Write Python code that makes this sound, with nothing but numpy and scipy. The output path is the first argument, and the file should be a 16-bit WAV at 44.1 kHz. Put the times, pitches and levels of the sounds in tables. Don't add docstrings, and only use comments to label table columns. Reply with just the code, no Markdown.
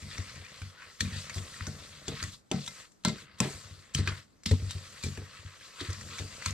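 import sys
import numpy as np
from scipy import signal
from scipy.fft import rfft, irfft, next_fast_len
from scipy.io import wavfile

SR = 44100
rng = np.random.default_rng(int(sys.argv[2]) if len(sys.argv) > 2 else 0)


def materialize(psi):
    bounded = np.clip(np.atleast_2d(psi).T, -1, 1)
    quanta = np.round(bounded * 32767).astype(np.int16)
    wavfile.write(sys.argv[1], SR, quanta)


def gain_from_db(level_db):
    decades = np.asarray(level_db, float) / 20
    return 10 ** decades


N = 287973
PADDED = next_fast_len(N + SR // 10)
HZ = np.arange(PADDED // 2 + 1) * SR / PADDED + 1e-3


def rms_one(x):
    return x / np.sqrt(np.mean(x ** 2) + 1e-20)


def at_hz(points):
    hz, value = np.transpose(points)
    return np.interp(np.log(HZ), np.log(np.maximum(hz, 1)), value)


def colour(x, spectrum, peaks=()):
    lift_db = sum(db / (1 + (2 * (HZ - hz) / width_hz) ** 2) for hz, width_hz, db in peaks)
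    shaped = rfft(x, PADDED) * gain_from_db(at_hz(spectrum) + lift_db)
    return rms_one(irfft(shaped, PADDED)[:N])


def drift(rate_hz):
    r = np.exp(-80 * np.pi * rate_hz / SR)
    slow = signal.lfilter([1], [1, -2 * r, r * r], rng.standard_normal(N // 40 + 2002))
    slow = rms_one(slow[2000:])
    return np.interp(np.arange(N) / 40, np.arange(len(slow)), slow)


def ring(clicks, hz, t60_s):
    r, w = gain_from_db(-60 / (t60_s * SR)), 2 * np.pi * hz / SR
    return signal.lfilter([0, np.sin(w)], [1, -2 * r * np.cos(w), r * r], clicks + 1e-18)


def swell(t, s, half_s):
    return np.exp(-((t - s) / half_s) ** 2 / 2)


# f/Hz, density/dB per Hz
AIR = [(15, -21), (25, 9), (66, -18), (189, -8.5), (881, -23.5), (1320, -23), (2590, -34), (7630, -42),
       (15800, -80)]


def room_air():
    return np.array([colour(hiss, AIR) for hiss in rng.standard_normal((2, N))])


def kitchen(x, t60_s=.25):
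    t = np.arange(round(.4 * SR)) / SR
    tail = rng.standard_normal((2, len(t))) * gain_from_db(-60 * t / t60_s) * (t > .004)
    tail = signal.lfilter([1, -1], [1, -.95], tail)
    return signal.fftconvolve(x[None], tail / np.linalg.norm(tail[0]), axes=1)[:, :N]


# t/s, lowest plate mode level/dB, higher plate modes/dB re lowest,
# pot/dB re lowest, upper plate modes extra/dB
SHOVES = [(0.185, -20, -25, -16, 10), (.36, -35.5, -10, -22, -1), (0.864, -49, -11, -3, -12),
          (1.742, -40.5, -3, -11, 2), (1.799, -42.5, -9, -8, -12), (1.901, -40.5, -18, -24, 4),
          (1.961, -45.5, -1, -21, -6), (2.68, -49.5, 5, -7, 3), (2.912, -74, -3, -16, -2),
          (3.221, -53.5, 5, 3, 1), (4.911, -52, -9, -14, 6), (5.599, -57, -10, -19, -7),
          (6.12, -42, -5, -2, 1), (6.297, -48, -8, -14, -9), (0.396, -34.5, -50, -22, -11),
          (1.028, -33.5, -16, -37, 24.5), (1.076, -41.5, -11.5, -24, 22), (1.61, -23.5, -13, -27.5, -3),
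          (3.543, -33.5, -13.5, -16, 3), (3.649, -39, -21, -30, -11), (3.709, -32.5, -10.5, -30, -13),
          (3.775, -42, -6, -14, -7), (3.951, -23, 1, -15.5, -9), (4.462, -24, -19, -18, 20),
          (4.481, -48.5, 6.5, -16, 13), (4.512, -5.5, -15.5, -24, -3), (4.522, -29, -13.5, -20, 6),
          (1.44, -37, -6, -9, -9), (1.255, -47, -8, -28, -3), (4.87, -50, -18, -19, 2),
          (5.105, -33, -12, -19, -2), (4.596, -26.5, -25, -16, 4), (4.75, -22, -12.5, -21, -21),
          (5.039, -22.5, -7, -12.5, -1), (5.389, -39, -38, -19, -6), (5.449, -28.5, -13.5, -44, -8),
          (5.81, -30.5, -15, -7.5, 3), (5.886, -18.5, -18, -39, -6), (5.971, -37, -26, -34, 3)]
# t/s, lowest plate mode level/dB, higher plate modes/dB re lowest,
# pot/dB re lowest, rebound loss/dB
ROCKS = [(0.025, -30, -7.5, -18.5, 5.3), (0.616, -25.5, -15.5, -25, 7.4), (1.009, -21.5, -9.5, -23, 1.5),
         (1.122, -24.5, -11, -39, 0.85), (1.361, -20.5, -13, -17, 7.2), (1.674, -26.5, -3.5, -8, 13),
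         (2.08, -31.5, 0.5, 2, 4), (2.225, -25, -10, -13, 16), (3.988, -12, -11.5, -18, 12),
         (4.072, -20, -14, -14.5, 4.3), (4.623, -17, -20, -27, 6.6), (5.063, -25, -1, -10, 15),
         (5.176, -25.5, -12, -9, 6), (6.055, -36.5, -9, -11, 1), (6.199, -23.5, -12.5, -11, 5.6),
         (6.464, -22, -11.5, -20.5, 2.8)]
# t/s, level/dB into middle plate, upper plate, bottom, side
SLAMS = [(2.514, -51, -27.5, -26, -27), (2.542, -26, -19.5, -37, -34), (2.57, -39, -27.5, -41, -51),
         (2.591, -36.5, -47, -44, -55), (3.051, -51, -20, -30, -31.5), (3.074, -29.5, -16.5, -33, -46),
         (3.098, -47, -21, -39, -41), (3.122, -34.5, -52, -39, -47), (3.14, -41, -41, -41, -57),
         (3.405, -43, -16, -30, -31), (3.413, -23, -30, -34, -37), (3.43, -24, -30, -36, -33.5),
         (3.451, -30, -28.5, -30.5, -39), (3.48, -54, -43, -38, -37.5)]
REBOUND_S, UPPER_DB, SIDE_DB = .041, 0, -11.5
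SLAM_LOWEST_DB = -24


def touches():
    rocks = [(s + late_s, db - loss_db * (late_s > 0), plate_db, pot_db, UPPER_DB)
             for s, db, plate_db, pot_db, loss_db in ROCKS for late_s in (0, REBOUND_S)]
    rows = []
    for s, db, plate_db, pot_db, upper_db in SHOVES + rocks:
        middle_db, bottom_db = db + plate_db, db + pot_db
        rows.append((s, db, middle_db, middle_db + upper_db, bottom_db, bottom_db + SIDE_DB))
    for s, middle_db, *others_db in SLAMS:
        rows.append((s, middle_db + SLAM_LOWEST_DB, middle_db, *others_db))
    return np.array(rows)


# f/Hz, level/dB, t60/s
PLATE_LOW = [(93.9, 6.5, 0.17), (80, -47.5, 0.077)]
PLATE_MIDDLE = [(142.2, 8.5, 0.18), (103.9, -15, 0.49)]
PLATE_UPPER = [(186.8, 5.16, 0.15), (217.7, 1.5, 0.14)]
POT_BOTTOM = [(264.4, 1.5, 0.061), (293.5, -6.5, 0.18), (343.6, -4.5, 0.091), (373, -4.5, 0.14),
              (418.5, -5.5, 0.1), (459, -3.5, 0.1), (503, -15, 0.12)]
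POT_SIDE = [(610, 0.5, 0.1), (660, -2.5, 0.11), (731, -8.5, 0.22), (772, -7.5, 0.12), (868, -9, 0.13)]
JUDDER_DB, JUDDER_FADE_S = -4.5, 0.0069


def thuds():
    rows, out = touches(), np.zeros(N)
    at = np.round(rows[:, 0] * SR).astype(int)
    groups = [PLATE_LOW, PLATE_MIDDLE, PLATE_UPPER, POT_BOTTOM, POT_SIDE]
    for column, modes in enumerate(groups, 1):
        for hz, db, t60_s in modes:
            push = np.zeros(N)
            push[at] = -gain_from_db(rows[:, column] + db)
            if column > 3:
                push[at] *= gain_from_db(2 * rng.standard_normal(len(at)))
                fade = np.exp(-1 / (JUDDER_FADE_S * SR))
                shake = signal.lfilter([1], [1, -fade], push + 1e-18) * rng.standard_normal(N)
                push = push + gain_from_db(JUDDER_DB) * 0.13 * shake
            soft = np.exp(-2 * np.pi * 1.375 * hz / SR)
            push = signal.lfilter([(1 - soft) ** 2], [1, -2 * soft, soft ** 2], push + 1e-18)
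            leak = np.exp(-2 * np.pi * 1.066 * hz / SR)
            out += ring(signal.lfilter([1, -1], [1, -leak], push), hz, t60_s)
    return out


# t/s, level/dB, tilt/dB per octave
RINGS = [
    (2.517, -38, 5),
    (2.6756, -45.5, 11),
    (3.051, -24, 0.5),
    (3.087, -33, 1.5),
    (3.183, -56, 14),
    (3.403, -32, -3),
    (3.991, -50, 10),
    (4.119, -40, 4),
    (4.461, -55.5, 21.5),
    (6.46, -38.5, 11),
]
# f/Hz, level/dB, t60/s
FREE_WALL = [(1010, -3, 0.045), (1345, -9, 0.09), (1530, -18, 0.15), (1650, -11.5, 0.046),
             (2080, -11, 0.17), (2430, -15.5, 0.051)]


def free_wall():
    s, db, tilt_db = np.transpose(RINGS)
    out = np.zeros(N)
    for hz, mode_db, t60_s in FREE_WALL:
        push, luck = np.zeros(N), rng.standard_normal((len(s), 2))
        for late_s, share in zip((0, .004), luck.T):
            tap_db = db + mode_db - 0.5 + tilt_db * np.log2(hz / 1000) + 2 * share
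            push[np.round((s + late_s) * SR).astype(int)] = gain_from_db(tap_db) * np.sign(share)
        out += ring(signal.lfilter([.25], [1, -.75], push + 1e-18), hz, t60_s)
    return out


# t/s, f/Hz, level/dB
FAVOURED = [(1.0068, 1840, -20), (1.0068, 2350, -22), (1.0068, 5760, -22), (1.0068, 8210, -30),
            (1.0068, 3350, -21), (1.1677, 4660, -33), (1.155, 1850, -39), (1.134, 1800, -39),
            (1.182, 4400, -36), (1.3408, 4850, -36), (1.5418, 1890, -38), (2.0805, 4680, -32),
            (2.0805, 6470, -32), (2.5146, 6200, -30), (2.5146, 6890, -30), (2.516, 370, -32),
            (2.518, 770, -34), (2.58, 750, -44), (2.677, 1010, -42), (3.049, 4600, -24), (3.049, 7720, -27),
            (3.049, 1020, -28), (3.049, 3610, -30), (3.078, 1010, -34), (3.4025, 1060, -26),
            (3.4025, 2540, -21), (3.4025, 7260, -18), (3.4025, 3500, -28), (3.408, 420, -30),
            (3.432, 1010, -35), (3.435, 660, -37), (3.458, 1010, -37), (3.486, 1010, -40),
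            (3.505, 400, -40), (3.9472, 4400, -27), (3.9472, 5260, -23), (3.9472, 7650, -27),
            (4.0745, 2500, -28), (4.0745, 3460, -30), (4.4597, 2010, -29), (4.4597, 5720, -30),
            (4.512, 431, -24), (4.511, 540, -29), (4.53, 240, -26), (4.535, 980, -44), (5.8081, 4470, -30),
            (5.81, 360, -34), (5.812, 280, -37), (5.845, 350, -41), (5.897, 460, -42), (5.897, 350, -43),
            (6.1333, 1910, -40), (6.4596, 2400, -27), (6.4596, 6200, -29), (6.4596, 1050, -31)]
FAVOURED_CYCLES, FAVOURED_SHORTEST_S, FAVOURED_RISE_CYCLES = 23, 0.0078, 0.78


def favoured():
    out, t = np.zeros(N + SR), np.arange(round(.2 * SR)) / SR
    for s, hz, db in FAVOURED:
        t60_s = FAVOURED_SHORTEST_S + FAVOURED_CYCLES / hz
        swing = (1 - np.exp(-t * hz / FAVOURED_RISE_CYCLES)) * gain_from_db(-60 * t / t60_s)
        i = round(s * SR)
        out[i:i + len(t)] += gain_from_db(db) * swing / swing.max() * np.sin(2 * np.pi * hz * t)
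    return out[:N]


# t/s, peak level/dB, struck f/Hz, brightness/dB, scattering crumbs/dB
KNOCKS = [(.181, -24.5, 2180, -14, -16), (1.0065, -16.5, 4340, -20, -10.5), (1.296, -24.5, 2170, -40, -9),
          (1.608, -25, 1930, -95, -27), (1.668, -25.5, 1510, -11, -10), (2.0816, -20.5, 3400, 9, -12),
          (2.227, -19.5, 4700, -43, -20), (2.237, -20, 1980, -39, -17.5), (2.5145, -16.5, 3660, 9.5, -20),
          (2.6629, -27.5, 3480, 2, -15), (2.6771, -22, 3880, -1, -12.5), (3.049, -10.5, 4270, -8, -23),
          (3.0826, -21, 2100, 11, -15), (3.4025, -9, 7300, 21, -33), (3.948, -14, 3130, -13, -11),
          (4.074, -15.5, 1580, -50, -14), (4.4597, -14, 5300, -9, -21), (4.511, -23, 4300, -39, -7),
          (4.708, -21, 3700, -6, -11), (5.0366, -22, 2390, 7, -9.5), (5.8085, -27, 4360, -8, -22),
          (6.4605, -15, 4350, -41, -21.5)]
# t/s, peak level/dB, struck f/Hz
TICKS = [(0.356, -36.5, 2240), (0.448, -35.5, 2400), (0.618, -30, 1530), (1.053, -32, 2440),
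         (1.167, -39, 4560), (1.3436, -30, 5000), (1.382, -27.5, 3440), (3.037, -43, 4100),
         (3.1823, -35, 1540), (4.093, -47, 1510), (4.109, -33, 1820), (4.121, -33.5, 1510),
         (4.4347, -35, 7400), (4.694, -40, 4900), (5.903, -30, 6100), (6.011, -31, 1900),
         (6.1836, -26, 2320), (6.1947, -29, 2080), (6.507, -27, 6400), (0.0196, -40, 2000),
         (0.03, -36.5, 1900), (.296, -38, 2500), (0.751, -58, 1590), (0.7805, -50, 1520),
         (1.113, -39, 1870), (1.426, -38, 2700), (2.494, -68, 3480), (2.503, -50, 3000),
         (2.918, -47.5, 7440), (4.8424, -43, 1920), (5.174, -30, 1680), (5.399, -43, 3000),
         (5.608, -39, 1680), (5.8596, -38, 2090), (5.9302, -26.5, 5030), (6.0878, -35, 1840),
         (6.189, -23.5, 3800), (6.422, -26.5, 2040)]
TICK_DULL_DB, TICK_BRIGHTER_DB_PER_OCTAVE, TICK_CRUMBS_DB = -49, 16, -14.5
# f/Hz, level/dB
WALL = [(1335, -25), (1560, -28), (2085, -2), (2400, 2.5), (3000, -16), (3500, -28.5), (3900, 5),
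        (4500, 13), (5300, 15.5), (5900, 26), (6700, 23), (7400, 24), (7900, 10.5), (9500, -63)]
CONTACT_S, CONTACT_LONGER_DB_PER_DB = 0.00088, 0.42
CONTACT_RISE_S, CRUMBS_T60_S = 0.00039, 0.053


def knocks():
    out, t = np.zeros(N), np.arange(round(.1 * SR)) / SR
    ticks = []
    for s, db, hz in TICKS:
        bright_db = TICK_DULL_DB + TICK_BRIGHTER_DB_PER_OCTAVE * np.log2(hz / 2000)
        ticks.append((s, db, hz, bright_db, TICK_CRUMBS_DB))
    edges = signal.butter(2, [1300, 12000], "band", fs=SR, output="sos")
    for s, peak_db, struck_hz, bright_db, crumbs_db in KNOCKS + ticks:
        contact_s = CONTACT_S * gain_from_db(CONTACT_LONGER_DB_PER_DB * (peak_db + 31.0))
        contact = (1 - np.exp(-t / CONTACT_RISE_S)) * np.exp(-(t / contact_s) ** 2)
        scatter = gain_from_db(crumbs_db - 60 * t / CRUMBS_T60_S) * (t > .002)
        force = (contact + scatter) * rng.standard_normal(len(t))
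        body = np.zeros(len(t))
        for (hz, db), luck_db in zip(WALL, 4 * rng.standard_normal(len(WALL))):
            mode_db = db + luck_db + (bright_db + 12) * np.log2(hz / 3500) / 2
            body += gain_from_db(mode_db) * ring(force, hz, .004 + 9 / hz)
        spot = ring(force, struck_hz, 0.0076 + 22 / struck_hz)
        snap = force * contact ** 4
        hit = rms_one(body) + gain_from_db(-2.0) * rms_one(spot)
        hit = signal.sosfilt(edges, hit + gain_from_db(-11.5 + bright_db / 7) * rms_one(snap))
        i = round(s * SR)
        out[i:i + len(hit)] += (gain_from_db(peak_db) * hit / np.abs(hit).max())[:N - i]
    return out


def grains(per_s, spread_db, lumps_db, lumps_per_s):
    sizes = gain_from_db(spread_db * np.minimum(rng.exponential(1, N), 4)) * rng.choice([-1, 1], N)
    crushed = rms_one(sizes * (rng.random(N) < per_s / SR))
    return (crushed + .65 * rng.standard_normal(N)) * gain_from_db(lumps_db * drift(lumps_per_s))


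def played(rows):
    s, *columns_db = np.transpose(rows)
    return [gain_from_db(np.interp(np.arange(N) / SR, s, db)) for db in columns_db]


def patchy(x, depth_db, changes_per_s):
    edges_hz, out = 800 * 2 ** (np.arange(14) / 3), np.zeros(N)
    for k, pair_hz in enumerate(zip(edges_hz, edges_hz[1:])):
        band = signal.sosfilt(signal.butter(2, pair_hz, "band", fs=SR, output="sos"), x)
        out += (-1) ** k * band * gain_from_db(depth_db * drift(changes_per_s))
    return out


# t/s, half-length/s, f/Hz, level/dB
RUBS = [(0.813, .035, 1500, -55.5), (0.917, 0.015, 1340, -57), (1.15, 0.02, 1800, -49),
        (1.153, 0.024, 4600, -51), (2.827, 0.019, 1380, -60), (4.955, 0.02, 1840, -57),
        (5.785, .022, 1950, -54), (3.3, .05, 2200, -66), (6.14, .025, 1950, -54), (6.22, .022, 2050, -53),
        (6.41, .03, 1950, -52), (4.102, 0.03, 1480, -48)]
RUB_WIDTH = .08


def rubbing(crumbs):
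    t, out = np.arange(N) / SR, np.zeros(N)
    for s, half_s, hz, db in RUBS:
        song = rms_one(ring(crumbs, hz, 2.7 / (RUB_WIDTH * hz)))
        out += gain_from_db(db) * swell(t, s, half_s) * song
    return out


# t/s, level/dB, brightness/dB, weight on the hob/dB
PRESSURE = [(0, -59.5, 0.5, -51), (.3, -56.5, -2, -49), (.75, -64, -5.5, -68), (1.1, -55, -2.5, -51),
            (1.65, -56.5, 1.5, -48.5), (2.0, -58.5, -2, -57.5), (2.2, -62.5, 5, -41.5),
            (2.7, -59.5, 3.5, -62), (3.15, -62.5, -5.5, -55), (3.5, -54, 3, -48.5), (3.93, -68.5, -4, -69),
            (4.05, -56, -3.5, -45.5), (4.64, -58, -0.5, -46), (5.05, -58, 0, -60), (5.3, -61.5, -4, -56),
            (5.73, -63, 1, -71), (5.85, -57, 1.5, -45.5), (6.53, -54.5, -2, -55)]
# leaves t/s, lands t/s, quieter/dB, duller/dB
LIFTS = [
    (0.885, 0.993, 12.5, -10.5),
    (2.338, 2.513, 21.5, 2),
    (2.824, 3.036, 20, -6.5),
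    (3.19, 3.384, 11.5, 5.5),
    (4.185, 4.455, 22.5, -3),
]
LIFT_S, LIFT_FREES_HOB = 0.089, 0.88
# t/s, half-length/s, level/dB, brightness/dB, extra crunch/dB
SWEEPS = [(0.157, 0.057, -55, -3.5, 2.5), (0.608, 0.08, -71, 10, 11), (0.83, 0.019, -57, -7.5, -15),
          (1.183, 0.053, -57, 3, 9.5), (1.365, 0.023, -53.5, 2.5, 4.5), (1.61, 0.066, -63, -12.5, 8),
          (2.101, 0.024, -59, -5.5, 11), (2.216, 0.057, -51, -3.5, 2.5), (2.637, 0.052, -68, 6, 17.5),
          (2.799, 0.039, -60, -6, 2), (3.2, 0.032, -62.5, 3.5, 3), (3.944, 0.0036, -53.5, 8, 2),
          (3.987, .015, -47, -0.5, 4.5), (2.335, 0.014, -61.5, 3, 9), (3.345, 0.058, -83, -11, 0),
          (0.954, 0.047, -70.5, -6.5, 5), (2.453, 0.042, -93, 4, 0), (5.247, 0.015, -65.5, 3, 4),
          (5.513, 0.059, -69, -11, -5), (5.653, 0.037, -60.5, -2, 4), (5.81, .015, -56.5, -7.5, 11.5),
          (4.124, 0.014, -55, -7, -16), (6.19, .008, -64, -5, 1), (6.461, 0.0027, -43, 6, -7),
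          (1.007, 0.0034, -46, 6, 5), (1.453, .03, -70, -12.5, -2), (4.085, 0.016, -48.5, -6.5, 1),
          (4.714, 0.031, -56.5, 2, 6.5), (4.96, 0.022, -68.5, -14, -9), (5.358, 0.028, -60.5, -5.5, 2),
          (5.848, 0.075, -56.5, -7.5, 3.5), (6.172, 0.055, -52.5, -2.5, 3.5), (6.412, 0.028, -57, -8, 1),
          (6.478, 0.026, -47, 0, 0)]
# t/s, level/dB, brightness/dB, extra crunch/dB, fall/dB per s
DIGS = [
    (1.005, -52, 5.5, 7, 156),
    (2.513, -60.5, -13, 14.5, 118),
    (3.052, -47, 2.5, 12, 204),
    (3.404, -43.5, -4.5, 1, 123),
    (3.95, -50.5, 0.5, 6, 196),
    (4.457, -54, 8.5, 14.5, 156),
    (5.027, -50.5, 3, 2.5, 106),
]
CRUNCH_DB, GRIT_DB, DRAG_DB = -0.5, 1.5, -3.5


def stroke():
    t = np.arange(N) / SR
    lifted_db, duller_db = sum(np.outer(db, np.clip((t - s) / LIFT_S, 0, 1) * (t < lands_s))
                               for s, lands_s, *db in LIFTS)
    level, bright, weight = played(PRESSURE)
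    level, bright = level * gain_from_db(-lifted_db), bright * gain_from_db(-duller_db)
    strokes = [(level, bright, 1)]
    for s, half_s, db, bright_db, crunch_db in SWEEPS:
        strokes.append((gain_from_db(db) * swell(t, s, half_s), gain_from_db(bright_db), gain_from_db(crunch_db)))
    for s, db, bright_db, crunch_db, fall_db_per_s in DIGS:
        run_off = gain_from_db(db - fall_db_per_s * np.abs(t - s)) * (t > s)
        strokes.append((run_off, gain_from_db(bright_db), gain_from_db(crunch_db)))
    grind = np.sqrt(sum((g / b) ** 2 for g, b, c in strokes))
    crunch = np.sqrt(sum((g * c) ** 2 for g, b, c in strokes))
    grit = np.sqrt(sum((g * b) ** 2 for g, b, c in strokes))
    rumble = weight * gain_from_db(-LIFT_FREES_HOB * lifted_db)
    return grind, gain_from_db(CRUNCH_DB) * crunch, gain_from_db(GRIT_DB) * grit, gain_from_db(DRAG_DB) * level, rumble


# f/Hz, density/dB per Hz
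GRIND = [(500, -57), (850, -18.5), (1280, 12.5), (1410, -3), (2600, -8.5), (3400, -18), (6160, -120)]
CRUNCH = [(1530, -59), (2600, -10.5), (4110, 2), (5600, -6.5), (7280, -24.5), (12300, -120)]
GRIT = [(3180, -17), (5200, 1), (6300, 2.5), (7900, 3.5), (10000, -9), (12300, -15.5), (14100, -25),
        (15800, -49)]
SIFT = [(6000, -23), (9000, 1), (12500, 16), (14300, -6), (15800, -54.5)]
DRAG = [(150, -65.5), (250, -33.5), (503, -8), (950, -24.5), (1240, -40), (2090, -120)]
RUMBLE = [(15, -73), (25, 2), (92, 6.5), (162, -3.5), (270, -15), (300, -10.5), (390, -28), (660, -120)]
SIFT_DB, SIFT_FOLLOWS = -75, 0.68
# f/Hz, width/Hz, level/dB
SINGING = [(1241, 227, -15.5), (1640, 150, -1), (1950, 380, 3), (3560, 630, 3), (4650, 360, 3.5)]
# f/Hz, width/Hz, level/dB
HOB_RING = [(96.6, 24, -4.5), (134, 37, 3), (207.7, 18, 11.5)]


def stirring():
    sand = grains(2200, spread_db=3.5, lumps_db=1.0, lumps_per_s=33)
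    sugar = grains(15000, spread_db=1.5, lumps_db=.3, lumps_per_s=12)
    stutter = grains(400, spread_db=5.0, lumps_db=-0.5, lumps_per_s=17)
    grind, crunch, grit, drag, rumble = stroke()
    high = grind * colour(sand, GRIND, SINGING)
    high += crunch * colour(sand, CRUNCH, SINGING)
    high += grit * colour(sugar, GRIT, SINGING)
    sift_gain = gain_from_db(SIFT_DB) * (grit / grit.mean()) ** SIFT_FOLLOWS
    sift = sift_gain * colour(rng.standard_normal(N), SIFT)
    low = drag * colour(stutter, DRAG) + rumble * colour(stutter, RUMBLE, HOB_RING)
    return patchy(high, depth_db=1.8, changes_per_s=9) + low + sift + rubbing(sand)


# f/Hz, level/dB
MICROPHONE = [(20, 6.5), (50, -7), (100, -4), (7800, -1), (9800, 0), (11500, -2), (14000, 0.5),
              (16000, -11)]
# f/Hz, level/dB
PORT_DB = [(60, 2.4), (400, 1), (1500, 1.2), (5000, 3.7), (9000, 1.5), (14000, -7)]
# f/Hz, share
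LIKENESS = [(150, .985), (300, .96), (600, .93), (2000, .86), (8000, .8), (14000, .4)]
HAND_ECHOES_S = [.00031, .00073, .00127]
LEFT_LAG_S = 4.2e-5


def ports(x):
    alike, direct = np.clip(at_hz(LIKENESS), 0, 1), rfft(x, PADDED)
    late = np.exp(-2j * np.pi * np.outer(HAND_ECHOES_S, HZ))
    smear = np.prod((late - .5) / (1 - .5 * late), axis=0)
    echoes = irfft(direct * smear, PADDED)[:N]
    turning = np.exp(2.5j * drift(6))
    moving = np.real(signal.hilbert(echoes, PADDED)[:N] * turning)
    response = gain_from_db(at_hz(MICROPHONE))
    own = np.sqrt(1 - alike) * rfft(moving, PADDED) * response
    common = np.sqrt(alike) * direct * response
    tilt = gain_from_db(at_hz(PORT_DB) / 2) * np.exp(-1j * np.pi * HZ * LEFT_LAG_S)
    return irfft(np.array([(common + own) * tilt, (common - own) / tilt]), PADDED)[:, :N]


def scene():
    pot = thuds() + free_wall() + favoured() + knocks() + stirring()
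    return ports(pot) + gain_from_db(-18) * kitchen(pot) + gain_from_db(-63) * room_air()


def roll_off(x):
    return signal.sosfilt(signal.butter(12, 16470, fs=SR, output="sos"), x)


def record(dry):
    bass_cut = signal.butter(3, 52, "high", fs=SR, output="sos")
    top_cut = signal.butter(8, 15700, fs=SR, output="sos")
    return roll_off(signal.sosfilt(np.vstack([bass_cut, top_cut]), dry))


dry = scene()
out = record(dry)
materialize(out)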